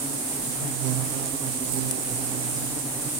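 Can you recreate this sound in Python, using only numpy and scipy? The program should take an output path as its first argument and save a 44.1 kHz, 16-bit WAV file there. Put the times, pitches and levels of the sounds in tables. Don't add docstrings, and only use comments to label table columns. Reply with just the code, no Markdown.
import sys
import numpy as np
from scipy import signal
from scipy.io import wavfile
from scipy.ndimage import uniform_filter1d

SR = 44100
rng = np.random.default_rng(int(sys.argv[2]) if len(sys.argv) > 2 else 0)


def persist_wave(psi):
    counts = np.round(np.clip(psi, -1, 1) * 32767).astype(np.int16)
    wavfile.write(sys.argv[1], SR, np.atleast_2d(counts).T)


def how_loud(loudness_db):
    steps = np.asarray(loudness_db, float) / 20
    return 10 ** steps


N = 140679
SLOW = 8


def even(x):
    return x / np.sqrt(np.mean(x ** 2) + 1e-20)


def read(points, x):
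    place, value = np.transpose(points)
    return np.interp(np.log(x + 1), np.log(place + 1), value)


def wander(t, top_hz, count):
    hz = np.geomspace(.3, top_hz, 12)
    phase = rng.random((count, 12, 1))
    sines = np.sin(2 * np.pi * (hz[:, None] * t + phase))
    return even((sines / np.sqrt(hz)[:, None]).sum(1))


def wings(t, hz, partials, pan_db, lag_s, count, sway_db=0):
    turns = np.cumsum(hz) * SLOW / SR + rng.random()
    multiple = np.arange(1, count + 1)[:, None]
    height = -how_loud(read(partials, multiple) + sway_db)
    phase = 0.14 * rng.standard_normal((count, 1))
    ports = []
    for lag in (lag_s, 0):
        angle = 2 * np.pi * (multiple * (turns - hz * lag) + phase)
        ports.append((height * np.cos(angle)).sum(0))
    return np.sqrt(2) * np.array(ports) * how_loud(np.minimum([[pan_db], [-pan_db]], 0))


# multiple of the wingbeat, level in dB.
FAR_WINGS = [(1, -12), (2, -3), (3, -16.5), (4, -19), (5, -15), (6, -17), (8, -23.5), (11, -27), (16, -27)]
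# time in seconds, level in dB.
SWARM_THICKNESS = [(0, 2.5), (.3, 2.7), (.6, -1.5), (.9, -0.2), (1.2, -0.5), (1.45, -2.7), (1.7, 0),
                   (1.95, -2), (2.2, -1.5), (2.45, 4), (2.7, 1), (2.95, 2), (3.19, 2)]


def swarm(t):
    low_hz, high_hz, bees = 119.06, 156.57, 32
    draw = rng.random((bees, 3))
    drift, sway = wander(t, 16, count=bees), wander(t, 14, count=bees)
    out = 0
    for k, (pitch, side, lag) in enumerate(draw):
        hz = low_hz + (high_hz - low_hz) * ((k + pitch) / bees) ** 1.25
        hz = hz * (1 + .03 * drift[k])
        lag_s = -0.00029 + 0.00045 * (2 * lag - 1)
        bee = wings(t, hz, FAR_WINGS, 14 * (side - .5), lag_s, count=16)
        out = out + how_loud(3 * sway[k]) * bee
    left_db = -1 * np.array([[1], [0]])
    return how_loud(-39.5 + np.interp(t, *np.transpose(SWARM_THICKNESS)) + left_db) * even(out)


def turning(t):
    upper = (np.arange(10) > 0)[:, None]
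    return upper, 4 * wander(t, 35, count=10)


def flutter(t):
    return 1 + 0.01107 * wander(t, 39.9, count=1)[0]


# multiple of the wingbeat, level in dB.
NEAR_WINGS = [(1, -0.5), (2, -11.5), (3, -16), (4, -19.5), (5, -19), (6, -20.5), (7, -38), (10, -29)]
# time in seconds, wingbeat in Hz, level in dB, overtones in dB as it turns.
HOVER_PATH = [(.4, 128, -55, -7), (.62, 126.4, -43.5, 8.5), (0.762, 131, -40.5, -2),
              (0.841, 133.1, -33, 0.5), (.89, 126.9, -32, -3.5), (1.03, 129.3, -31, -3),
              (1.08, 126.8, -42.5, 4.5), (1.202, 134.3, -37.5, 6), (1.39, 126.7, -50, 9.5),
              (1.48, 131.2, -35, 0), (1.619, 127.1, -51.5, 5), (1.73, 131.5, -39, 0.5),
              (1.87, 131.2, -33, -5), (1.959, 132.4, -49, 9), (2.12, 127.6, -41.5, -1),
              (2.45, 126.7, -41, 1), (2.7, 129.5, -40, -15), (2.82, 127.2, -52, 5)]


def hovering_bee(t):
    s, hz, db, over_db = np.transpose(HOVER_PATH)
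    upper, sway_db = turning(t)
    fade = np.clip(np.minimum(t - s[0], s[-1] - t) / 0.15 + 1, 0, 1)
    level = fade * how_loud(np.interp(t, s, db) + 6.5)
    beat_hz = np.interp(t, s, hz) * flutter(t)
    sway_db = upper * (sway_db + np.interp(t, s, over_db))
    return level * wings(t, beat_hz, NEAR_WINGS, -37, -.0004, count=10, sway_db=sway_db)


# middle in seconds, width in seconds, wingbeat in Hz, level in dB,
# left-right balance in dB (minus is right).
CLOSE_PASSES = [(.11, 0.057, 138, -38, -13), (0.491, 0.015, 137, -35, -19), (0.65, 0.046, 140.5, -30.5, 16),
                (0.998, 0.16, 151, -45, -1), (1.43, 0.099, 136, -46, 18), (2.139, 0.029, 120, -35.5, -4),
                (2.88, 0.023, 130, -37, -4), (2.98, 0.037, 130, -35, -8), (3.16, 0.03, 132, -36, 12),
                (3.07, 0.014, 138.5, -30, -12), (.2, 0.02, 149, -41, -7), (2.039, 0.032, 129, -45, -5)]


def passing_bees(t):
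    upper, sway_db = turning(t)
    unsteady = flutter(t)
    out = 0
    for mid, width, hz, db, pan_db in CLOSE_PASSES:
        shape = how_loud(db) / (1 + ((t - mid) / width) ** 4)
        beat_hz = hz * unsteady * (1 + .1 * (t - mid))
        bee = wings(t, beat_hz, NEAR_WINGS, pan_db, 0, count=10, sway_db=upper * (-1 - sway_db))
        out = out + shape * bee
    return out


# multiple of the wingbeat, level in dB.
BANKED_WINGS = [(1, -8), (2, 0.5), (3, -10), (4, -15), (6, -18), (8, -20)]
# start in seconds, length in seconds, level in dB,
# second partial in Hz, left-right balance in dB (minus is right).
BANKING_FLASHES = [(0.004, 0.088, -37.5, 280.7, 1), (0.325, 0.071, -39, 260.6, -4),
                   (0.463, 0.065, -36.5, 250, -3), (0.634, 0.063, -38.5, 294, 9),
                   (0.75, 0.029, -37.5, 256, -2), (0.841, 0.099, -36, 255, -20.5),
                   (0.954, 0.063, -35.5, 267, -7), (1.152, 0.063, -44.5, 266, -14),
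                   (1.327, 0.035, -33.5, 274, -8.5), (1.404, 0.064, -35, 272, -4),
                   (1.544, 0.044, -34.5, 266, 0), (1.604, 0.04, -32.5, 256, -6),
                   (1.736, 0.068, -34, 265.5, -7.5), (1.825, 0.036, -35.5, 266, -3.5),
                   (2.052, 0.097, -36, 262.2, -6.5), (2.167, 0.092, -37, 269.5, -6),
                   (2.321, 0.047, -38, 254.6, -2.0), (2.386, 0.043, -37.5, 272.7, -6),
                   (2.532, 0.078, -43, 287, -8), (2.631, 0.028, -37.5, 255, -13),
                   (2.706, 0.045, -36.5, 296.3, 0.5), (2.755, 0.035, -35, 293.7, 0),
                   (2.856, 0.025, -35.5, 272, -1.5), (2.975, 0.048, -41, 272.7, 6),
                   (3.127, 0.038, -40, 262, -6)]


def banking_bees(t):
    out = 0
    for start, length, db, second_hz, pan_db in BANKING_FLASHES:
        u = (t - start - length / 2) / (0.51 * length)
        glide = .04 * rng.uniform(-1, 1) * np.tanh(u)
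        unsteady = 0.0149 * wander(t, 30.01, count=1)[0]
        beat_hz = second_hz / 2 * (1 + glide + unsteady)
        level = how_loud(db - 2.5 + abs(pan_db) / 2) * np.exp(-u ** 4)
        out = out + level * wings(t, beat_hz, BANKED_WINGS, pan_db, -0.00033, count=8)
    return out


# time in seconds, level in dB, left-right balance in dB (minus is right),
# centre in Hz.
TAPS = [(1.1037, -24, -12, 9000), (1.2589, -21, -3, 6000), (1.2599, -27, -3, 8800),
        (1.7224, -10.5, -20, 14500), (1.7302, -14, -20, 14000), (1.7366, -21, -20, 9000),
        (1.7415, -16, -20, 14000), (1.9113, -10.5, 7, 10000), (3.185, -24, -3, 9000),
        (1.2667, -26, -3, 6000), (1.2795, -25, -3, 6500), (1.2972, -31, -3, 8800), (1.9115, -21, 0, 4600),
        (2.575, -25, -3, 8000)]


def ticks():
    tap_s, lag_s, rattle_db, rattle_t60_s = .00006, .0005, -23, .025
    out, t = np.zeros((2, N)), np.arange(1200) / SR
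    u = t - 3 * tap_s
    for s, db, pan_db, hz in TAPS:
        tap = np.exp(-(u / tap_s) ** 2) * np.sin(2 * np.pi * hz * u + 1)
        rattle = how_loud(rattle_db - 60 * t / rattle_t60_s) * rng.standard_normal((2, 1200))
        for c, side_db in enumerate((pan_db, -pan_db)):
            late_s = lag_s * min(max(-side_db / 6, 0), 1)
            part = out[c, round((s + late_s) * SR):][:1200]
            sound = tap + np.convolve(rattle[c], tap[:30])[:1200]
            part += how_loud(db + min(side_db, 0)) * sound[:len(part)]
    return out


# pitch in Hz, level in dB per Hz.
HISS_COLOUR = [(20, 14.5), (55, -17), (100, 15.5), (500, 11.5), (1000, 7), (3000, 1.5), (7000, -2),
               (15500, 1)]
# pitch in Hz, likeness (1 same, 0 unrelated,
# below 0 opposed).
PORT_LIKENESS = [(30, 0.2), (100, 0.67), (500, 0.6), (900, 0.44), (1400, -.3), (2200, -.15), (3500, 0)]
# time in seconds, level in dB, left-right balance in dB (minus is right).
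COMB_BUSTLE = [(0, -32, -3.5), (.45, -31.5, -4), (.65, -31.5, -4), (.78, -31.5, -5), (.92, -30.5, -5.5),
               (1.05, -31, -3.5), (1.151, -31, -4.5), (1.35, -31.5, -5), (1.6, -31.5, -4), (1.75, -29, -6),
               (1.95, -30.5, -4.5), (2.2, -30.5, -4), (2.4, -31.5, -4.5), (2.57, -30.5, -3.5),
               (2.699, -32, -3.5), (2.95, -32, -3.5), (3.19, -31, -4)]


def hiss():
    frames, hz = N // 256 + 5, np.fft.rfftfreq(1024, 1 / SR)
    a, b, c, d, patch = rng.standard_normal((frames, 513, 5)).T
    patch = even(uniform_filter1d(uniform_filter1d(patch, 40, 0), 10, 1))
    same = np.clip(read(PORT_LIKENESS, hz), -1, 1)[:, None]
    shared, other = a + 1j * b, c + 1j * d
    left = shared * np.exp(2j * np.pi * hz * .00004)[:, None]
    right = same * shared + np.sqrt(1 - same ** 2) * other
    spectrum = np.array([left, right]) * how_loud(read(HISS_COLOUR, hz)[:, None] + 0.92 * patch)
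    wash = even(signal.istft(spectrum, nperseg=1024, noverlap=768)[1][:, :N])

    size = how_loud(1.1 * np.minimum(rng.exponential(1, (2, N)), 3.5)) * rng.choice([-1., 1.], (2, N))
    struck = rng.random((2, N)) < 2500 / SR
    crackle = signal.lfilter([1, -.9], [1], size * struck)

    s, db, pan_db = np.transpose(COMB_BUSTLE)
    t = np.arange(0, N, 64) / SR
    left_db = (np.interp(t, s, pan_db) + 1.4) * [[1], [0]]
    level_db = np.interp(t, s, db) - 5 + left_db + 0.31 * wander(t, 25.43, count=2)
    level = how_loud(uniform_filter1d(np.repeat(level_db, 64, axis=1)[:, :N], size=64))
    return level * (wash + how_loud(-4.5) * even(crackle))


def scene():
    t = np.arange(N // SLOW + 2) * SLOW / SR
    hum = swarm(t) + hovering_bee(t) + passing_bees(t) + banking_bees(t)
    return signal.resample_poly(hum, SLOW, 1, axis=1)[:, :N] + ticks() + hiss()


def low_pass(x):
    return signal.sosfilt(signal.butter(12, 15750, fs=SR, output="sos"), x)


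# pitch in Hz, width in Hz, level in dB over the plain path.
PORT_RINGS = [
    [(7150, 450, 9.5), (9510, 950, 18)],
    [(7140, 260, 4), (8490, 980, 20.5)],
]


def record(dry):
    out = dry.copy()
    for c, port in enumerate(PORT_RINGS):
        for hz, width, db in port:
            out[c] += how_loud(db) * signal.lfilter(*signal.iirpeak(hz, hz / width, SR), dry[c])
    out = signal.oaconvolve(out, signal.firwin(511, 15900, fs=SR)[None], "same")
    return low_pass(out)


dry = scene()
out = record(dry)
persist_wave(out)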